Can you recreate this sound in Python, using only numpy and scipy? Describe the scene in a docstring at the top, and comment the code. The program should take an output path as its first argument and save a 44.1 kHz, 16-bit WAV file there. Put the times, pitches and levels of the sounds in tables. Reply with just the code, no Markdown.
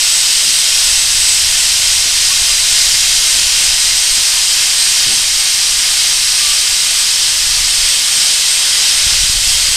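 """A loud, steady hiss with a high, breathy whistle in it: a small steam locomotive stands at a platform
and lets off steam. The jet from its safety valves makes the hiss, and a ringing valve cup the whistle.
Fire and boiling water rumble underneath, and gusts of wind rumble and slap against the microphone.
Shovelled coal lands in dull thuds, and iron squeaks now and then."""
import sys
import numpy as np
from scipy import signal
from scipy.fft import rfft, irfft, next_fast_len
from scipy.io import wavfile
from scipy.ndimage import uniform_filter1d, map_coordinates

SR = 44100
rng = np.random.default_rng(int(sys.argv[2]) if len(sys.argv) > 2 else 0)


def to_wav(sig):
    """Store sig (one row per channel, or 1-D mono) as 16-bit WAV at the path in sys.argv[1].

    Samples outside -1..1 are clipped; the rate is SR.
    """
    pcm = np.clip(np.atleast_2d(sig), -1, 1) * 32767
    pcm = np.round(pcm).astype(np.int16)
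    wavfile.write(sys.argv[1], SR, pcm.T)  # frames by channels


N = 430416

# How the steam jet changes: time_s, relative_level_db, brightness_db_per_octave
JET_FLOW = [(0.0, -11, 0), (2.33, -11, 0), (3.29, -10.5, 0), (4.02, -11.5, 0), (5.03, -11, 0),
            (5.08, -11.5, 0), (7.55, -12, 0), (9.1, -10.5, -0.5), (9.4, -12.5, 0.5), (9.49, -10.5, 0.5),
            (9.76, -12, -0.5)]
# Tone of the hiss, from low to high: frequency_hz, gain_db
JET_TONE = [(120, -23.5), (300, -29), (420, -25.5), (970, -18.5), (1300, -16), (1800, -11), (3000, -4.5),
            (4200, -2.5), (5000, -0.57), (6200, -4), (7300, -6), (8900, -7), (10000, -11), (12400, -19),
            (15000, -29)]
# Narrow bands that valves, cab and boiler casing boost or weaken: centre_hz, width_hz, gain_db
CASING_BANDS = [(400, 30, -3), (575, 45, 3.5), (615, 30, -4.5), (655, 30, 2.5), (745, 50, 2),
                (808, 22, 3.5), (855, 40, -2.5), (985, 90, 1.5), (1184, 38, 3), (1225, 30, -3),
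                (1320, 35, -3.5), (1474, 30, 4), (1730, 45, -4), (1775, 40, 2.5), (2143, 45, 5),
                (2290, 90, -4), (3112, 50, 2.5), (3210, 70, 3.5), (3290, 70, -2.5), (3850, 100, 1.5),
                (4950, 110, 2), (5100, 120, 1.5), (5659, 90, 3), (6340, 100, 2), (7100, 120, 1.5),
                (7580, 150, 1.5), (8250, 90, 1.5)]
# How the whistle changes (lean -1 favours low notes, +1 high ones): time_s, level_db, lean
WHISTLE_CHANGES = [(0, -20, -.3), (.8, -20, -.5), (1.3, -19.5, -0.87), (1.7, -21, -.3), (2.2, -21.5, .2),
                   (3, -20.5, .2), (4, -21.5, .3), (4.9, -20, .2), (5.3, -23, .6), (6.2, -21, .3),
                   (7, -20.5, .1), (8, -21.5, .3), (8.6, -19.5, 0.68), (9.3, -22.5, 0.069),
                   (9.55, -19.5, -.7), (9.76, -23, -.9)]
# The close notes at which the valve cup rings: pitch_hz, width_hz, relative_level_db
CUP_NOTES = [(7780, 130, -6), (7970, 120, -1), (8160, 130, -1), (8290, 120, 0), (8420, 140, -1.5),
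             (8650, 180, -4)]
# Echoes off cab roof, boiler and platform: delay_ms, gain
EARLY_ECHOES = [(1.572, 0.034), (2.519, 0.0077), (2.827, 0.0057), (4.088, 0.026), (6.687, 0.033),
                (10.285, 0.022), (13.36, 0.024), (16.868, .02), (17.977, 0.034), (31.3, .015),
                (35.5, 0.016)]
# Tone of the fire and boiling water: frequency_hz, gain_db
FIRE_TONE = [(30, -15), (70, -1.5), (140, -2), (200, -11.5), (260, -4.5), (380, -24), (700, -50)]
# Strength of the wind on the microphone: time_s, level_db
GUSTS = [(0, -41), (.5, -44), (1.1, -31.5), (1.6, -32), (2.1, -33.5), (2.8, -34.5), (3.5, -32.5),
         (4.3, -36.5), (4.8, -42), (5.3, -37.5), (7.2, -39.5), (7.45, -33), (7.9, -33), (8.1, -48),
         (8.98, -38), (9.1, -28), (9.5, -29), (9.76, -32)]
# Tone of the wind's deep rumble: frequency_hz, gain_db
DEEP_WIND_TONE = [(5, -9), (20, -1), (45, -5), (88, -16), (160, -27), (300, -50), (700, -80)]
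# Tone of the higher rumble in hard gusts: frequency_hz, gain_db
UPPER_WIND_TONE = [(20, -22), (60, -3.5), (100, 2), (160, -8), (270, -22), (450, -45), (800, -80)]
# Thuds of coal and shovel: start_s, level_db, upper_edge_hz
COAL_THUDS = [(.42, -33, 300), (2.04, -28, 800), (3.19, -36, 500), (3.349, -32.5, 400), (3.6, -32, 600),
              (4.17, -26, 1100), (5.055, -25.5, 300), (8.15, -31.5, 300), (8.79, -32, 600),
              (9.72, -33, 1300)]
# Brief thin tones, mostly squeaking iron: start_s, length_s, start_hz, end_hz, level_db
IRON_SQUEAKS = [(2.3, 0.034, 1115, 1120, -30), (2.485, .05, 1195, 1180, -35.5),
                (6.395, .17, 1190, 1146, -35.5), (9.46, .05, 700, 730, -41), (.52, 0.305, 3190, 3240, -29),
                (4.77, .08, 4080, 4100, -22)]
# Single swirls of air that hit the microphone: peak_s, peak_db, half_width_s
AIR_SLAPS = [(.93, -25, 0.0055), (1.15, -23, .005), (1.39, -24, .012), (2.42, -18, 0.01),
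             (2.73, -21, 0.009), (3.19, -23, .012), (3.37, -23, .007), (7.47, -25, .007), (7.61, -24, .004),
             (9.069, -14, 0.0043), (9.125, -15, .005), (9.239, -15, 0.0048), (9.299, -16, 0.0034),
             (9.358, -19, .003), (9.475, -16, 0.0043), (9.688, -22, .003), (9.716, -21, .004)]


def amp(db):
    """Turn decibels into a number to multiply by."""
    return 10 ** (np.asarray(db) / 20)


def unit(x):
    """Scale a sound so its average size (rms) is 1."""
    return x / np.sqrt(np.mean(x ** 2) + 1e-20)


def tone_db(tone, hz):
    """Read a tone table at any frequency, on a scale of octaves."""
    points_hz, gain_db = np.transpose(tone)
    return np.interp(np.log(hz + 1), np.log(points_hz + 1), gain_db)


def curves(rows):
    """Give each column after the time one value per sample."""
    time_s, *columns = np.transpose(rows)
    return [np.interp(np.arange(N) / SR, time_s, column) for column in columns]


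def wobble(per_s):
    """A smooth curve through per_s random points a second."""
    points = rng.standard_normal(int(N * per_s / SR) + 4)
    return map_coordinates(points, [np.arange(N) * per_s / SR])


def filtered(x, response):
    """Multiply each frequency in x by response(hz)."""
    size = next_fast_len(N + SR // 2)
    return irfft(rfft(x, size) * response(np.fft.rfftfreq(size, 1 / SR)), size)[..., :N]


def shaped_noise(tone):
    """Noise that follows a tone table."""
    return unit(filtered(rng.standard_normal(N), lambda hz: amp(tone_db(tone, hz))))


def ringing_noise(pitch_hz, width_hz):
    """Noise that rings around one pitch."""
    resonance = lambda hz: 1j * hz * width_hz / (pitch_hz ** 2 - hz ** 2 + 1j * hz * width_hz)
    return unit(filtered(rng.standard_normal(N), resonance))


def steam_jet(patchy_db=0.4):
    """Rushing steam hisses; swirls in it make patches of the hiss swell and fade."""
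    band_hz, t, bands = signal.stft(rng.standard_normal(N + 1024), SR, nperseg=512)
    patches = uniform_filter1d(rng.standard_normal(bands.shape), 6, axis=0)  # smooth over pitch
    patches = unit(uniform_filter1d(patches, 14, axis=1))  # and over time
    time_s, level_db, brightness = np.transpose(JET_FLOW)
    octaves = np.log2(np.clip(band_hz, 500, None) / 5000)[:, None]
    flow_db = np.interp(t, time_s, level_db) + np.interp(t, time_s, brightness) * octaves
    hiss = signal.istft(bands * amp(flow_db + patchy_db * patches), SR, nperseg=512)[1][:N]
    casing_db = lambda hz: sum(db / (1 + (2 * (hz - centre_hz) / width_hz) ** 2)
                               for centre_hz, width_hz, db in CASING_BANDS)
    hiss = filtered(hiss, lambda hz: amp(tone_db(JET_TONE, hz) + casing_db(hz)))
    return amp(7.5 + 0.36 * wobble(8)) * hiss


def valve_whistle(lean_db=5.0, flicker_db=2.5):
    """The valve cup rings at several close notes, each flickering on its own."""
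    level_db, lean = curves(WHISTLE_CHANGES)
    low_to_high = np.linspace(-1, 1, len(CUP_NOTES))
    notes = [amp(db + lean_db * side * lean + flicker_db * wobble(12)) * ringing_noise(hz, width_hz)
             for side, (hz, width_hz, db) in zip(low_to_high, CUP_NOTES)]
    return amp(level_db + 0.74 * wobble(14)) * unit(sum(notes))


def station_echoes(sound, fade_s=0.34, tail_db=-14.0, tails=4):
    """The sound, its quick echoes and a short blurred tail off wall, platform and bank."""
    echoes = lambda hz: sum(gain * np.exp(-2j * np.pi * hz * ms / 1000) for ms, gain in EARLY_ECHOES)
    out = filtered(sound, lambda hz: 1 + echoes(hz))
    t = np.arange(SR // 4) / SR
    place = np.linspace(0, tails - 1, N)
    for k in range(tails):  # the hand-held microphone drifts, so one tail blends into the next
        tail = rng.standard_normal(len(t)) * amp(-60 * t / fade_s)
        tail = signal.lfilter([1], [1, -.15], tail)  # slightly duller
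        blend = np.cos(np.pi / 2 * np.clip(place - k, -1, 1))
        out += amp(tail_db) * blend * signal.oaconvolve(sound, tail / np.linalg.norm(tail))[:N]
    return out


def firebox():
    """Fire and boiling water make a low, even rumble."""
    return amp(-49.5 + 1.1 * wobble(4)) * shaped_noise(FIRE_TONE)


def wind(puff_db=1.5, puffs_per_s=8, strong_db=-27, upper_growth=1.4):
    """Air breaks over the microphone in rumbling puffs; hard gusts reach higher in pitch."""
    gust_db, = curves(GUSTS)
    puffs = unit(amp(puff_db * wobble(puffs_per_s)))
    deep = unit(amp(1.6 * wobble(17)) * shaped_noise(DEEP_WIND_TONE))
    upper = unit(amp(3.5 * wobble(18)) * shaped_noise(UPPER_WIND_TONE))
    upper_db = strong_db - 14 + upper_growth * (gust_db - strong_db)  # 14 dB below a strong gust
    return amp(gust_db) * puffs * deep + amp(upper_db) * np.sqrt(puffs) * upper


def coal_thuds(rise_cycles=8, fade_cycles=136):
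    """Shovelled coal lands as puffs of noise with no ring; duller thuds rise and fade more slowly."""
    out, t = np.zeros(N + SR), np.arange(SR // 2) / SR
    for start_s, db, edge_hz in COAL_THUDS:
        band = signal.butter(2, [60, edge_hz], "bandpass", fs=SR, output="sos")
        puff = unit(signal.sosfilt(band, rng.standard_normal(len(t))))
        cycles = t * edge_hz
        rise = 1 - np.exp(-cycles / rise_cycles)
        out[round(start_s * SR):][:len(t)] += amp(db - 60 * cycles / fade_cycles) * rise * puff
    return out[:N]


def iron_squeaks():
    """Iron squeaks in short sliding tones that start and stop softly."""
    out = np.zeros(N)
    for start_s, length_s, start_hz, end_hz, db in IRON_SQUEAKS:
        n = round(length_s * SR)
        phase = 2 * np.pi * np.cumsum(np.linspace(start_hz, end_hz, n)) / SR
        soft_ends = signal.windows.tukey(n, .4)
        out[round(start_s * SR):][:n] += amp(db) * np.sqrt(2) * soft_ends * np.sin(phase)
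    return out[:N]


def air_slaps():
    """A swirl of air gives one sharp push between two weak recoils, inward or outward by chance."""
    out, half = np.zeros(N + SR), SR // 10
    from_peak_s = np.abs(np.arange(-half, half)) / SR
    directions = rng.choice([-1, 1], size=len(AIR_SLAPS))
    for (peak_s, db, half_width_s), direction in zip(AIR_SLAPS, directions):
        push = (1 - from_peak_s / half_width_s) * np.exp(-from_peak_s / half_width_s)
        out[round(peak_s * SR) - half:][:len(push)] += direction * amp(db) * push
    return out[:N]


def scene():
    """Add up all the sounds; one microphone feeds both channels."""
    echoing = station_echoes(steam_jet() + valve_whistle() + iron_squeaks())
    mono = echoing + coal_thuds() + wind() + air_slaps() + firebox()
    return np.array([mono, mono])


def record(dry, ceiling=1.15, offset=.0058, roll_off_hz=15050, top_hz=15725):
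    """Round off the loudest peaks, shift the wave slightly off zero and cut the highest treble."""
    rounded = dry / (1 + np.abs(dry / ceiling) ** 6) ** (1 / 6) + offset
    treble_cut = lambda hz: amp(-11 * np.clip((hz - roll_off_hz) / 600, 0, None) ** 1.5) * (hz < top_hz)
    return np.clip(filtered(rounded, treble_cut), -1, 1)


dry = scene()
out = record(dry)
to_wav(out)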